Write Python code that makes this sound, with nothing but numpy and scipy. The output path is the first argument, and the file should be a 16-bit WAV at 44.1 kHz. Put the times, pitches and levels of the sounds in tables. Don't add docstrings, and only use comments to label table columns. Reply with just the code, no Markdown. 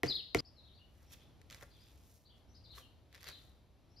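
import sys
import numpy as np
from scipy import signal
from scipy.fft import rfft, irfft
from scipy.io import wavfile

SR = 44100
rng = np.random.default_rng(int(sys.argv[2]) if len(sys.argv) > 2 else 0)


def inscribe(sig):
    pcm = np.round(np.clip(np.atleast_2d(sig).T, -1, 1) * 32767)
    wavfile.write(sys.argv[1], SR, pcm.astype(np.int16))


N = 176400
CUT_S = .406

# f/Hz, level/dB
AIR_EQ = [(25, -13.5), (64, 1), (88, -1), (186, -13.5), (318, -15.5), (427, -20), (637, -20.5),
          (1670, -33.5), (3930, -33.5), (7090, -43), (8320, -45), (12100, -42.5), (15000, -83)]
# t/s, thud/dB, crack/dB, crack centre/Hz, ring/dB, rattle/dB
KNOCKS = [(0.033, -1, 8.5, 1918, -29.5, -37.5), (0.3472, 3, 11, 2060, -26.5, -37)]
# f/Hz, level/dB, t60/s
BOWL_MODES = [(132.7, -1, 0.22), (315, 3.5, 0.088), (474, 9.5, 0.076), (692, -0.5, 0.044),
              (1375, -12, 0.086), (2000, -8.5, 0.09), (2175, -13, 0.08), (2957, -12, .06)]
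# f/Hz, level/dB
THUD_EQ = [(50, -10.5), (125, -3), (235, -10.5), (340, 1.5), (430, 3.5), (485, 8), (570, -19.5), (690, -7),
           (820, -22.5), (1000, -12), (2700, -21), (16000, -35.5)]
RATTLE_EQ = [(100, 5.5), (400, 1.5), (850, -11.5), (2200, -13), (3200, -12), (6500, -16.5), (16000, -37)]
# t/s, length/s, first f/Hz, middle f/Hz, last f/Hz, level/dB
BIRD_NOTES = [(0.075, 0.027, 4260, 4960, 4420, -37), (0.096, 0.034, 4263, 4050, 3465, -32),
              (0.139, 0.035, 3560, 4400, 3296, -33), (0.176, 0.036, 3630, 3170, 2620, -47.5),
              (0.383, 0.026, 4180, 5045, 4625, -38), (0.447, 0.022, 4450, 5100, 5070, -57.5),
              (0.56, 0.056, 4400, 4000, 3505, -63), (0.627, 0.029, 3950, 4320, 3110, -66),
              (0.656, 0.039, 3356, 3930, 2920, -61.5), (0.715, 0.083, 3720, 4540, 2990, -67),
              (0.788, 0.045, 2700, 2934, 2880, -66.5), (1.055, 0.081, 5670, 5700, 5710, -74),
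              (1.196, .03, 2870, 3614, 2900, -66.5), (1.701, 0.028, 3830, 4880, 3320, -65.5),
              (1.736, 0.037, 3320, 3590, 3110, -66), (1.784, 0.048, 3850, 5050, 4780, -69),
              (2.245, 0.035, 3490, 4670, 3270, -66.5), (2.292, 0.0379, 2940, 3516, 2850, -64.5),
              (2.479, 0.048, 5350, 5900, 6170, -73.5), (2.541, 0.027, 3745, 5320, 3760, -62.5),
              (2.636, 0.032, 5160, 4110, 3350, -60), (2.688, 0.056, 3504, 4346, 2850, -55),
              (2.789, 0.063, 3290, 3100, 2640, -65.5), (3.255, 0.037, 5086, 4250, 3580, -53),
              (3.307, 0.055, 3750, 4170, 2770, -56), (3.89, 0.064, 5100, 5660, 5650, -78.5),
              (3.961, 0.033, 4040, 5300, 4590, -60)]
# peak t/s, rise/s, fall/s, squelch/dB, crackle/dB, fizz/dB
SQUEEZES = [(1.035, 0.085, 0.036, -74, -83, -74), (1.131, 0.014, 0.012, -60, -56.5, -55),
            (1.219, 0.1, 0.056, -82, -68.5, -79), (1.518, 0.011, 0.06, -59.5, -62.5, -64),
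            (1.627, 0.012, 0.011, -51, -64.5, -58), (1.878, 0.17, 0.093, -82, -71, -74),
            (2.147, 0.27, 0.072, -89, -82.5, -70.5), (2.38, 0.011, 0.013, -81, -79, -74),
            (2.78, 0.023, 0.026, -59, -63, -58.5), (3.154, 0.019, 0.035, -68, -63, -74),
            (3.29, 0.051, 0.033, -56, -56, -63), (3.41, 0.069, 0.085, -72.5, -77, -72)]
# f/Hz, level/dB
SQUELCH_EQ = [(80, 4.5), (250, -8.5), (550, 4), (800, -4), (1150, -0.5), (1900, 0), (2700, -20.5),
              (8000, -42)]
CRACKLE_EQ = [(200, 4), (800, -34), (1400, -9), (2000, 0.5), (2700, -1.5), (3500, 6.5), (5000, -2.5),
              (16000, -34)]
FIZZ_EQ = [(1000, -29), (3500, -5.5), (6000, 2), (8400, 2), (13000, -0.5), (16000, -6)]
POP_EQ = [(200, -38), (800, -16.5), (1350, -4), (2000, 7.5), (2700, -4), (4500, -2.5), (7500, -9.5),
          (13500, -12), (16000, -62)]
# t/s, level/dB
POPS = [(1.1275, -56), (1.135, -50), (1.4156, -48.5), (1.5009, -45), (1.509, -38.5), (1.5267, -39),
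        (1.5463, -38.5), (1.611, -45), (2.7512, -52), (2.782, -41.5), (3.128, -48.5), (3.147, -43.5),
        (3.152, -44), (3.1609, -46), (3.178, -51), (3.208, -47), (3.2136, -43), (3.224, -47),
        (3.230, -38.5), (3.2425, -42), (3.2585, -50), (3.271, -38), (3.280, -37), (3.2873, -33),
        (3.299, -41)]
# t/s, f/Hz, level/dB
PLOPS = [(1.629, 580, -49.5), (2.7811, 1143, -46.5)]

GRAINS_PER_S, GRAIN_SPREAD_DB, GRAIN_TOP_DB, GRAIN_PAN = 2400, 5.5, 17, 0.37
SMEAR_S, SMEAR_GAIN = 0.0021, 0.94
YARD_T60_S, ECHO_DECAY_S, YARD_WIDTH, HANDS_SEND_DB = 0.59, 0.033, 0.62, -13


def undb(db):
    return 10 ** (np.asarray(db) / 20)


def unit(x):
    return x / np.sqrt(np.mean(x ** 2))


def pan(db):
    return undb(np.array([[db], [-db]]) / 2)


def colour(x, eq):
    hz, db = np.array(eq, float).T
    f = np.fft.rfftfreq(2 * N, 1 / SR)
    gain = unit(undb(np.interp(np.log(f + 1), np.log(hz), db)))
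    cepstrum = irfft(np.log(gain))[:N]
    cepstrum[1:] *= 2
    return irfft(rfft(x, 2 * N) * np.exp(rfft(cepstrum, 2 * N)))[..., :N]


def walk(hz):
    knots = rng.standard_normal(N)
    return unit(np.interp(np.arange(N) * hz / SR, np.arange(N), knots))


def stereo_noise(side):
    m, s = rng.standard_normal((2, N))
    return unit(np.array([m + side * s, m - side * s]))


def tail(decay_s, side):
    h = (stereo_noise(side) * np.exp(-np.arange(N) / SR / decay_s))[:, :SR]
    return h / np.sqrt(np.sum(h ** 2) / 2)


def through(x, h):
    return signal.fftconvolve(np.atleast_2d(x), h, axes=1)[:, :N]


def click(s):
    return 1. * (np.arange(N) == int(s * SR))


def outdoor_air(level_db=-62.5, swell_db=1.2):
    swell = undb(level_db + swell_db * walk(hz=5.43))
    return swell * colour(stereo_noise(side=0.36), AIR_EQ) * pan(db=0.65)


def bowl_ring(age):
    out = 0
    for hz, db, t60 in BOWL_MODES:
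        envelope = undb(db - 60 * age / t60) * (1 - np.exp(-age * hz / 2.1))
        ear_phase = np.array([[0], [1]]) * min(hz / 550, 1.3)
        out = out + envelope * np.sin(2 * np.pi * hz * age + ear_phase)
    return out


def grater_knocks(t, bounce_s=0.023, bounce_db=-16, rattle_decay_s=0.048, grit_db=4.5):
    f, out = np.fft.rfftfreq(N, 1 / SR), 0
    bend = np.exp(-2j * np.pi * 1.6 * np.log(1 + f / 30))
    for s, thud_db, crack_db, crack_hz, ring_db, rattle_db in KNOCKS:
        age = np.maximum(t - s, 0)
        contacts = click(s) + undb(bounce_db) * click(s + bounce_s)
        crack = irfft(bend * rfft(contacts) / (1 + 1j * (f - crack_hz) / 310) ** 2)
        thud = irfft(bend * rfft(colour(click(s), THUD_EQ)))
        grit = unit(undb(grit_db * walk(hz=427.2)))
        chatter = stereo_noise(side=0.44) * grit * (t > s) * np.exp(-age / rattle_decay_s)
        rattle = colour(chatter, RATTLE_EQ)
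        body = undb(thud_db) * thud + undb(ring_db) * bowl_ring(age) + undb(rattle_db) * rattle
        out = out + undb(crack_db) * crack + body * pan(db=2.0)
    return out


def songbird(t, notes, flutter_db=1.8, third_db=-32):
    out = np.zeros(N)
    warble = 1 + .021 * walk(hz=900)
    flutter = undb(flutter_db * walk(hz=300.2))
    for s, length, first, middle, last, db in notes:
        i = np.flatnonzero((t > s) & (t < s + length))
        progress = (t[i] - s) / length
        hz = np.interp(progress, [0, .5, 1], [first, middle, last])
        phase = 2 * np.pi * np.cumsum(hz * warble[i]) / SR
        envelope = undb(db) * np.sqrt(np.abs(np.sin(np.pi * progress))) * flutter[i]
        out[i] += envelope * (np.sin(phase) + undb(third_db) * np.sin(3 * phase))
    return out * pan(db=4.5)


def pulp_smear(pulses, eq):
    scattered = pulses * np.sign(rng.standard_normal(N))
    return colour(pulses + SMEAR_GAIN * through(scattered, tail(SMEAR_S, side=0.13)), eq)


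def squeezes(t):
    out = 0
    for layer, eq in enumerate((SQUELCH_EQ, CRACKLE_EQ, FIZZ_EQ)):
        power = sum((undb(levels[layer]) * np.exp(np.minimum((t - s) / rise, (s - t) / fall))) ** 2
                    for s, rise, fall, *levels in SQUEEZES)
        envelope = np.sqrt(power / (1 + SMEAR_GAIN ** 2))
        sizes = undb(np.minimum(GRAIN_SPREAD_DB * rng.exponential(size=N), GRAIN_TOP_DB))
        polarity = np.sign(rng.standard_normal(N))
        grains = unit(sizes * polarity * (rng.random(N) < GRAINS_PER_S / SR))
        spread = 1 + GRAIN_PAN * rng.standard_normal(N) * np.array([[1], [-1]])
        out = out + pulp_smear(grains * envelope * spread, eq)
    return out


def juice_pops(t, decay_s=0.0003):
    bursts = sum(undb(db) * (t > s) * np.exp(-np.abs(t - s) / decay_s) for s, db in POPS)
    return pulp_smear(bursts * stereo_noise(side=0.36), POP_EQ)


def air_plops(t, decay_s=0.005):
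    out = 0
    for s, hz, db in PLOPS:
        age = np.maximum(t - s, 0)
        out = out + undb(db) * np.sin(2 * np.pi * hz * age) * np.exp(-age / decay_s)
    return out


def scene():
    t = np.arange(N) / SR
    reverb = undb(-1) * tail(YARD_T60_S / np.log(1000), YARD_WIDTH)
    early_echo = undb(0.5) * tail(ECHO_DECAY_S, YARD_WIDTH)
    yard = (reverb + early_echo) * np.minimum(t[:SR] / 0.012, 1)
    out = outdoor_air()
    knocking = grater_knocks(t)
    squeezing = squeezes(t) + juice_pops(t) + air_plops(t)
    for hands, before_cut, bird_db, echo_db in ((knocking, True, 0, -4), (squeezing, False, -3, 0)):
        bird = songbird(t, [note for note in BIRD_NOTES if (note[0] < CUT_S) == before_cut])
        echo = through(bird + undb(HANDS_SEND_DB) * hands, yard)
        gate = (t < CUT_S) == before_cut
        out = out + gate * (hands + undb(bird_db) * bird + undb(echo_db) * echo)
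    return out


def record(dry, knee_hz=5060, lag_s=0.00014, low_cut_hz=28, high_cut_hz=15600):
    turn = np.pi * lag_s * np.maximum(np.fft.rfftfreq(2 * N, 1 / SR) - knee_hz, 0)
    ports = irfft(rfft(dry, 2 * N) * np.exp(1j * turn * np.array([[-1], [1]])))[:, :N]
    ports = signal.sosfilt(signal.butter(2, low_cut_hz, "high", fs=SR, output="sos"), ports)
    return signal.sosfilt(signal.ellip(8, .2, 70, high_cut_hz, fs=SR, output="sos"), ports)


dry = scene()
out = record(dry)
inscribe(out)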